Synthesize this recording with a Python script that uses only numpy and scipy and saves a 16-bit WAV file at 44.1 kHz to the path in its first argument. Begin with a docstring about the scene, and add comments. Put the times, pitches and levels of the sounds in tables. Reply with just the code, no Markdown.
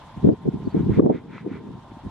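"""A huge flock of starlings streams overhead, its countless wings blending into a soft rush.
Almost at once, gusts of wind start to rumble and thump on the microphone's two openings (ports).
From 0.65 s come three thin chirps, and from 0.8 s five airy swishes pass close by.
Near 1 s the hardest thumps make the limiter turn everything down, and the level creeps back.
A small tick sounds in the fourth swish; then the wind dies away while the flock rushes on."""
import sys
import numpy as np
from scipy import signal
from scipy.fft import rfft, irfft
from scipy.io import wavfile
from scipy.ndimage import uniform_filter1d

SR = 44100
rng = np.random.default_rng(int(sys.argv[2]) if len(sys.argv) > 2 else 0)


def unload_audio(sound):
    """Save the sound as a 16-bit wav file, at the path given as the first command line argument."""
    columns = np.transpose(np.atleast_2d(sound))
    # keep every value between -1 and 1, then stretch to whole-number steps
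    steps = np.round(np.clip(columns, -1, 1) * 32767)
    wavfile.write(sys.argv[1], SR, steps.astype(np.int16))


N = 92610
T = np.arange(N) / SR

# Tone colour of all the wings together: pitch_hz, level_db
RUSH_COLOUR = [(25, -18), (85, 8.5), (200, 2), (400, -12.5), (600, -4), (750, -2), (930, 1), (1080, -6.5),
               (1250, -10.5), (1700, -15), (2500, -21), (3500, -17.5), (4300, -25), (5200, -28.5),
               (8000, -34.5), (11000, -39.5), (14000, -51)]
# How alike left and right are in the rush (1 same, 0 unrelated, -1 opposite): pitch_hz, likeness
RUSH_LIKENESS = [(60, 1), (200, 0.95), (380, .45), (700, .85), (1100, .92), (1700, 0.74), (2600, 0.29),
                 (5000, 0.038), (12000, 0)]
# How the rush changes: time_s, level_db, extra_treble_db, extra_bass_db
RUSH_CHANGES = [(0, -42.5, 0, -5), (.25, -46, 2.5, 1.5), (.5, -43.5, 1.5, 5), (0.898, -42.5, 0.5, 0.5),
                (1.2, -42, 0, -0.5), (1.599, -44, 2, -5.5), (1.9, -41.5, -1, 0), (2.1, -42, 0, -4.5)]
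# Close swishes: peak_s, level_db, rise_s, fall_s, brightness_db_per_octave
CLOSE_SWISHES = [(.785, -48.5, 0.036, 0.022, -7), (.955, -44, 0.03, 0.023, 0),
                 (1.157, -40, 0.025, 0.028, 0), (1.37, -39.5, 0.046, .033, 0),
                 (1.555, -41.5, 0.046, 0.024, -2.5)]
# Tone colour of a swish: pitch_hz, level_db
SWISH_COLOUR = [(60, -59.5), (300, -31.5), (900, -3), (1400, 3.5), (1700, 0), (1980, 3.5), (2300, 2.5),
                (2800, -10), (3600, -9), (4500, -20.5), (6500, -27), (14000, -53.5)]
# How alike left and right are in a swish: pitch_hz, likeness
SWISH_LIKENESS = [(1000, .95), (2000, 0.87), (3000, 0.81), (5000, .3)]
# Wind at the microphone: time_s, level_db, rumble_centre_hz
WIND_GUSTS = [(0, -55, 200), (.13, -57, 183), (.18, -30.5, 160), (0.213, -44, 167), (0.248, -13, 227),
              (0.301, -12.5, 270), (.335, -19, 231.6), (0.359, -46.5, 220), (0.442, -35.5, 180),
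              (0.462, -19.5, 245), (0.489, -17, 246), (0.514, -37.5, 200), (.55, -18.5, 181),
              (0.578, -32.5, 200), (.64, -30, 200), (0.682, -25, 245), (0.704, -51, 170),
              (0.729, -34.5, 191), (0.748, -16.5, 259), (0.809, -17.5, 180), (.845, -23.5, 170),
              (.885, -17, 180), (0.916, -14, 175), (.94, -27, 165), (.98, -15.5, 230), (1.02, -13, 263),
              (1.054, -3.5, 304), (1.086, -15, 310), (1.104, -3, 370), (1.128, -19, 284),
              (1.155, -17.5, 263), (1.2, -36, 220), (1.272, -32.5, 250), (1.36, -31, 260), (1.39, -39, 220),
              (1.42, -29.5, 197), (1.469, -26, 300), (1.5, -32.5, 288), (1.538, -27.5, 240),
              (1.61, -35.5, 238), (1.69, -31, 209), (1.772, -33, 176), (1.818, -48.5, 187),
              (1.93, -45, 206.3), (2.01, -53, 179), (2.069, -24, 172), (2.1, -46, 160)]
# Tone colour of the rumble when centred on RUMBLE_CENTRE_HZ: pitch_hz, level_db
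RUMBLE_COLOUR = [(25, -34), (55, -28), (90, -12.5), (140, -1), (210, 5), (320, -1), (450, -4), (700, -17.5),
                 (1000, -38), (1600, -44.5), (4000, -65), (16000, -93.5)]
RUMBLE_CENTRE_HZ = 255.7
# How the ports boost or cut the wind: pitch_hz, gain_db
PORT_COLOUR = [(25, -18), (55, -2), (120, 0.5), (300, 0.5), (450, 4), (550, -4.5), (640, 0.5), (1000, 0.5),
               (1600, -5)]
# How alike left and right are in the wind: pitch_hz, likeness
WIND_LIKENESS = [(40, 0.8), (100, 0.98), (170, 0.43), (260, -0.093), (500, -0.53), (780, -0.61),
                 (1200, -0.5)]
# Swirls of air hitting the ports: time_s, peak_db, pitch_hz, left_over_right_db, right_delay_s
AIR_SWIRLS = [(.246, -6.5, 221, 6.5, .0006), (.292, 0.5, 360, 5.5, 0.001), (.460, -13.5, 303, -1.5, 0.0008),
              (0.488, -5, 265, -4, 0.0011), (.676, -10, 270, 0, 0.0013), (.747, -3.5, 288, 0.5, 0.0011),
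              (0.9971, 8, 310, 0, 0.00067), (1.004, 4, 397, 8, 0.00059), (1.036, -5, 300, 0.5, .0006),
              (1.063, 1.5, 380, -6, 0.00079), (1.467, -10, 310, -0.5, 0.00036),
              (1.477, -11.5, 326, -1, .0004), (1.517, -13.5, 248, -1, 0.00018),
              (1.92, -26, 260, 2, 0.00017), (1.972, -28.5, 240, 2, 0.00028)]
# Ringing notes of the tick: pitch_hz, level_db, ring_s (time to fade by 60 dB)
TICK_NOTES = [(1050, -29, 0.018), (1290, -23.5, 0.018), (1520, -34, 0.017), (2090, -32.5, 0.027),
              (2600, -36, 0.037)]
# Nearer chirps: start_s, length_s, top_pitch_hz, level_db
NEAR_CHIRPS = [(0.651, .026, 4600, -57), (.694, 0.046, 4600, -58.5), (0.813, .025, 3950, -59.5)]
# Faint tones far away: pitch_hz, level_db
FAR_TONES = [(1029, -54.5), (914, -57)]


def flock(group_count=40, flaps_per_s=13, flutter_db=1.0, treble_hz=1480, bass_hz=493):
    """Distant wings make a rush; each group of birds flutters one band of it at its own pace."""
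    times, level_db, treble_db, bass_db = np.transpose(RUSH_CHANGES)
    groups = rng.random((group_count, 3))

    def colour_db(t, hz):
        octave = np.log2((hz + 1) / treble_hz)
        flutter = 0
        for place, pace, phase in groups:
            beat = np.sin(2 * np.pi * (flaps_per_s * (.5 + pace) * t + phase))
            band = np.exp(-((octave - 6 * (place - .5)) / .35) ** 2)
            flutter = flutter + beat * band
        treble = np.interp(t, times, treble_db) * np.clip(octave + .5, 0, 1)
        bass = np.interp(t, times, bass_db) / (1 + (hz / bass_hz) ** 4)
        return look_up(RUSH_COLOUR, hz) + treble + bass + flutter_db * unit(flutter)
    return noise(colour_db, RUSH_LIKENESS) * amp(np.interp(T, times, level_db))


def swishes():
    """Airy hiss swells and fades close by, once for each swish."""
    times, _, _, _, brightness = np.transpose(CLOSE_SWISHES)

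    def colour_db(t, hz):
        return look_up(SWISH_COLOUR, hz) + np.interp(t, times, brightness) * np.log2(hz / 2000 + 0.19)
    swells = sum(amp(db) * bell((T - peak) / np.where(T < peak, rise, fall))
                 for peak, db, rise, fall, _ in CLOSE_SWISHES)
    return noise(colour_db, SWISH_LIKENESS) * swells


def wind(lump_db=4.5, lump_s=0.006, settle_s=0.015, width_db=-10, strong_gust_db=-23):
    """Churning air rumbles; light air reaches both ports much alike, strong gusts hit each its own way."""
    times, level_db, centre_hz = np.transpose(WIND_GUSTS)
    gust_db = np.interp(T, times, level_db)

    def colour_db(t, hz):
        return look_up(RUMBLE_COLOUR, hz * RUMBLE_CENTRE_HZ / np.interp(t, times, centre_hz))
    air = noise(colour_db, WIND_LIKENESS) * amp(lump_db * wobble(lump_s))
    width = amp(width_db / (1.5 + np.exp((gust_db - strong_gust_db) / 2)))
    middle = air.mean(0)
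    air = middle + width * (air - middle)
    # Even out slow swells, so that the gusts set the level.
    strength = np.sqrt(np.abs(smooth((air ** 2).mean(0), settle_s)) + 1e-9)
    air = air / strength * amp(gust_db)
    port_gain = amp(look_up(PORT_COLOUR, np.fft.rfftfreq(2 * N, 1 / SR)))
    return irfft(rfft(air, 2 * N) * port_gain)[:, :N]


def thumps(width_cycles=0.5, knock_hz=1092, knock_db=-36.5, knock_s=0.0012, knock_growth=2.95):
    """Each swirl of air sucks briefly at the left port, then the right; the hardest also knock."""
    out = np.zeros((2, N))
    for time, db, hz, pan_db, delay in AIR_SWIRLS:
        t = T - time - np.array([[0], [delay]])
        suck = -np.cos(2 * np.pi * hz * t) * bell(hz * t / width_cycles)
        knock = np.sin(2 * np.pi * knock_hz * t) * bell(t / knock_s)
        pan = amp(pan_db * np.array([[.5], [-.5]]))
        out += pan * (amp(db) * suck + amp(knock_growth * db + knock_db) * knock)
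    return out


def tick(start_s=1.38, rise_s=0.00049):
    """One small dry tick close by: a few notes that die away fast."""
    t = np.maximum(T - start_s, 0)
    ring = sum(amp(db - 60 * t / ring_s) * np.sin(2 * np.pi * (hz * t + rng.random()))
               for hz, db, ring_s in TICK_NOTES)
    return ring * np.minimum(t / rise_s, 1)


def chirp(start_s, length_s, top_hz, db, sweep=0.22, top_at=0.55, roughness=.018):
    """A thin, slightly rough whistle that slides up and bends back down."""
    progress = np.clip((T - start_s) / length_s, 0, 1)
    jitter = roughness * unit(uniform_filter1d(rng.standard_normal(N), size=40))
    hz = top_hz * (1 + jitter - sweep * (1 - progress / top_at) ** 2)
    return amp(db) * np.sin(np.pi * progress) * sine(hz)


def bird_calls(count=40, chatter_db=-63, low_hz=3060, high_hz=4260, typical_s=0.024):
    """A few nearer chirps over faint chatter from all sides."""
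    out = np.zeros((2, N)) + sum(chirp(*row) for row in NEAR_CHIRPS)
    for when, pitch, size, side in rng.random((count, 4)):
        top_hz = low_hz + pitch * (high_hz - low_hz)
        call = chirp(when * N / SR, typical_s * (.5 + size), top_hz, chatter_db)
        out += np.sqrt([[side], [1 - side]]) * call
    return out


def far_tones(waver_hz=9):
    """Faint wavering tones in the distance."""
    return sum(amp(db) * unit(sine(hz + waver_hz * wobble(0.037))) for hz, db in FAR_TONES)


def amp(db):
    """Turns decibels into a gain."""
    return 10 ** (np.asarray(db) / 20)


def unit(x):
    """Scales a signal to an average strength (rms) of 1."""
    return x / np.sqrt(np.mean(x ** 2) + 1e-20)


def bell(x):
    """A smooth hump, highest at x = 0."""
    return np.exp(-.5 * x ** 2)


def sine(hz):
    """A pure tone that follows a changing pitch."""
    return np.sin(2 * np.pi * np.cumsum(hz) / SR)


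def look_up(table, hz):
    """Reads a table at any pitch, gliding between its rows."""
    pitches, values = np.transpose(table)
    return np.interp(np.log(hz + 1), np.log(np.abs(pitches) + 1), values)


def smooth(x, seconds):
    """Blurs a signal over time with a bell-shaped average."""
    gain = bell(np.fft.rfftfreq(2 * N, 1 / SR) * np.pi * seconds)
    mirrored = np.concatenate([x, x[..., ::-1]], -1)
    return irfft(rfft(mirrored) * gain)[..., :N]


def wobble(seconds):
    """A smooth random drift of strength 1."""
    return unit(smooth(rng.standard_normal(N), seconds))


def noise(colour_db, likeness_table, size=1024):
    """Stereo noise of strength 1, shaped over time and pitch by colour_db(t, hz)."""
    hop = size // 4
    t = np.arange(N // hop + 5)[:, None] * hop / SR
    hz = np.fft.rfftfreq(size, 1 / SR)
    a, b, c, d = rng.standard_normal((4, len(t), len(hz)))
    likeness = np.clip(look_up(likeness_table, hz), -1, 1)
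    left = a + 1j * b
    right = likeness * left + np.sqrt(1 - likeness ** 2) * (c + 1j * d)
    spectrum = np.array([left, right]) * amp(colour_db(t, hz))
    _, sound = signal.istft(spectrum.transpose(0, 2, 1), nperseg=size, noverlap=size - hop)
    return unit(sound[:, :N])


def scene():
    """The birds, the other small sounds and the wind together."""
    return flock() + bird_calls() + far_tones() + swishes() + tick() + wind() + thumps()


def record(dry, ceiling_db=-1.4, recover_db_per_s=7, attack_s=0.0014, cutoff_hz=13600):
    """A limiter turns loud moments down fast and recovers slowly; the highest treble is cut."""
    over_db = np.maximum(20 * np.log10(abs(dry).max(0) + 1e-9) - ceiling_db, 0)
    recovery_db = T * recover_db_per_s
    cut_db = smooth(np.maximum.accumulate(over_db + recovery_db) - recovery_db, attack_s)
    limited = dry * amp(-cut_db)
    clipped = limited / (1 + limited ** 8) ** (1 / 8)  # rounds off peaks that slip through
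    low_pass = signal.firwin(255, cutoff_hz, window=("kaiser", 8), fs=SR)
    return signal.oaconvolve(clipped, low_pass[None], "same")


dry = scene()
out = record(dry)
unload_audio(out)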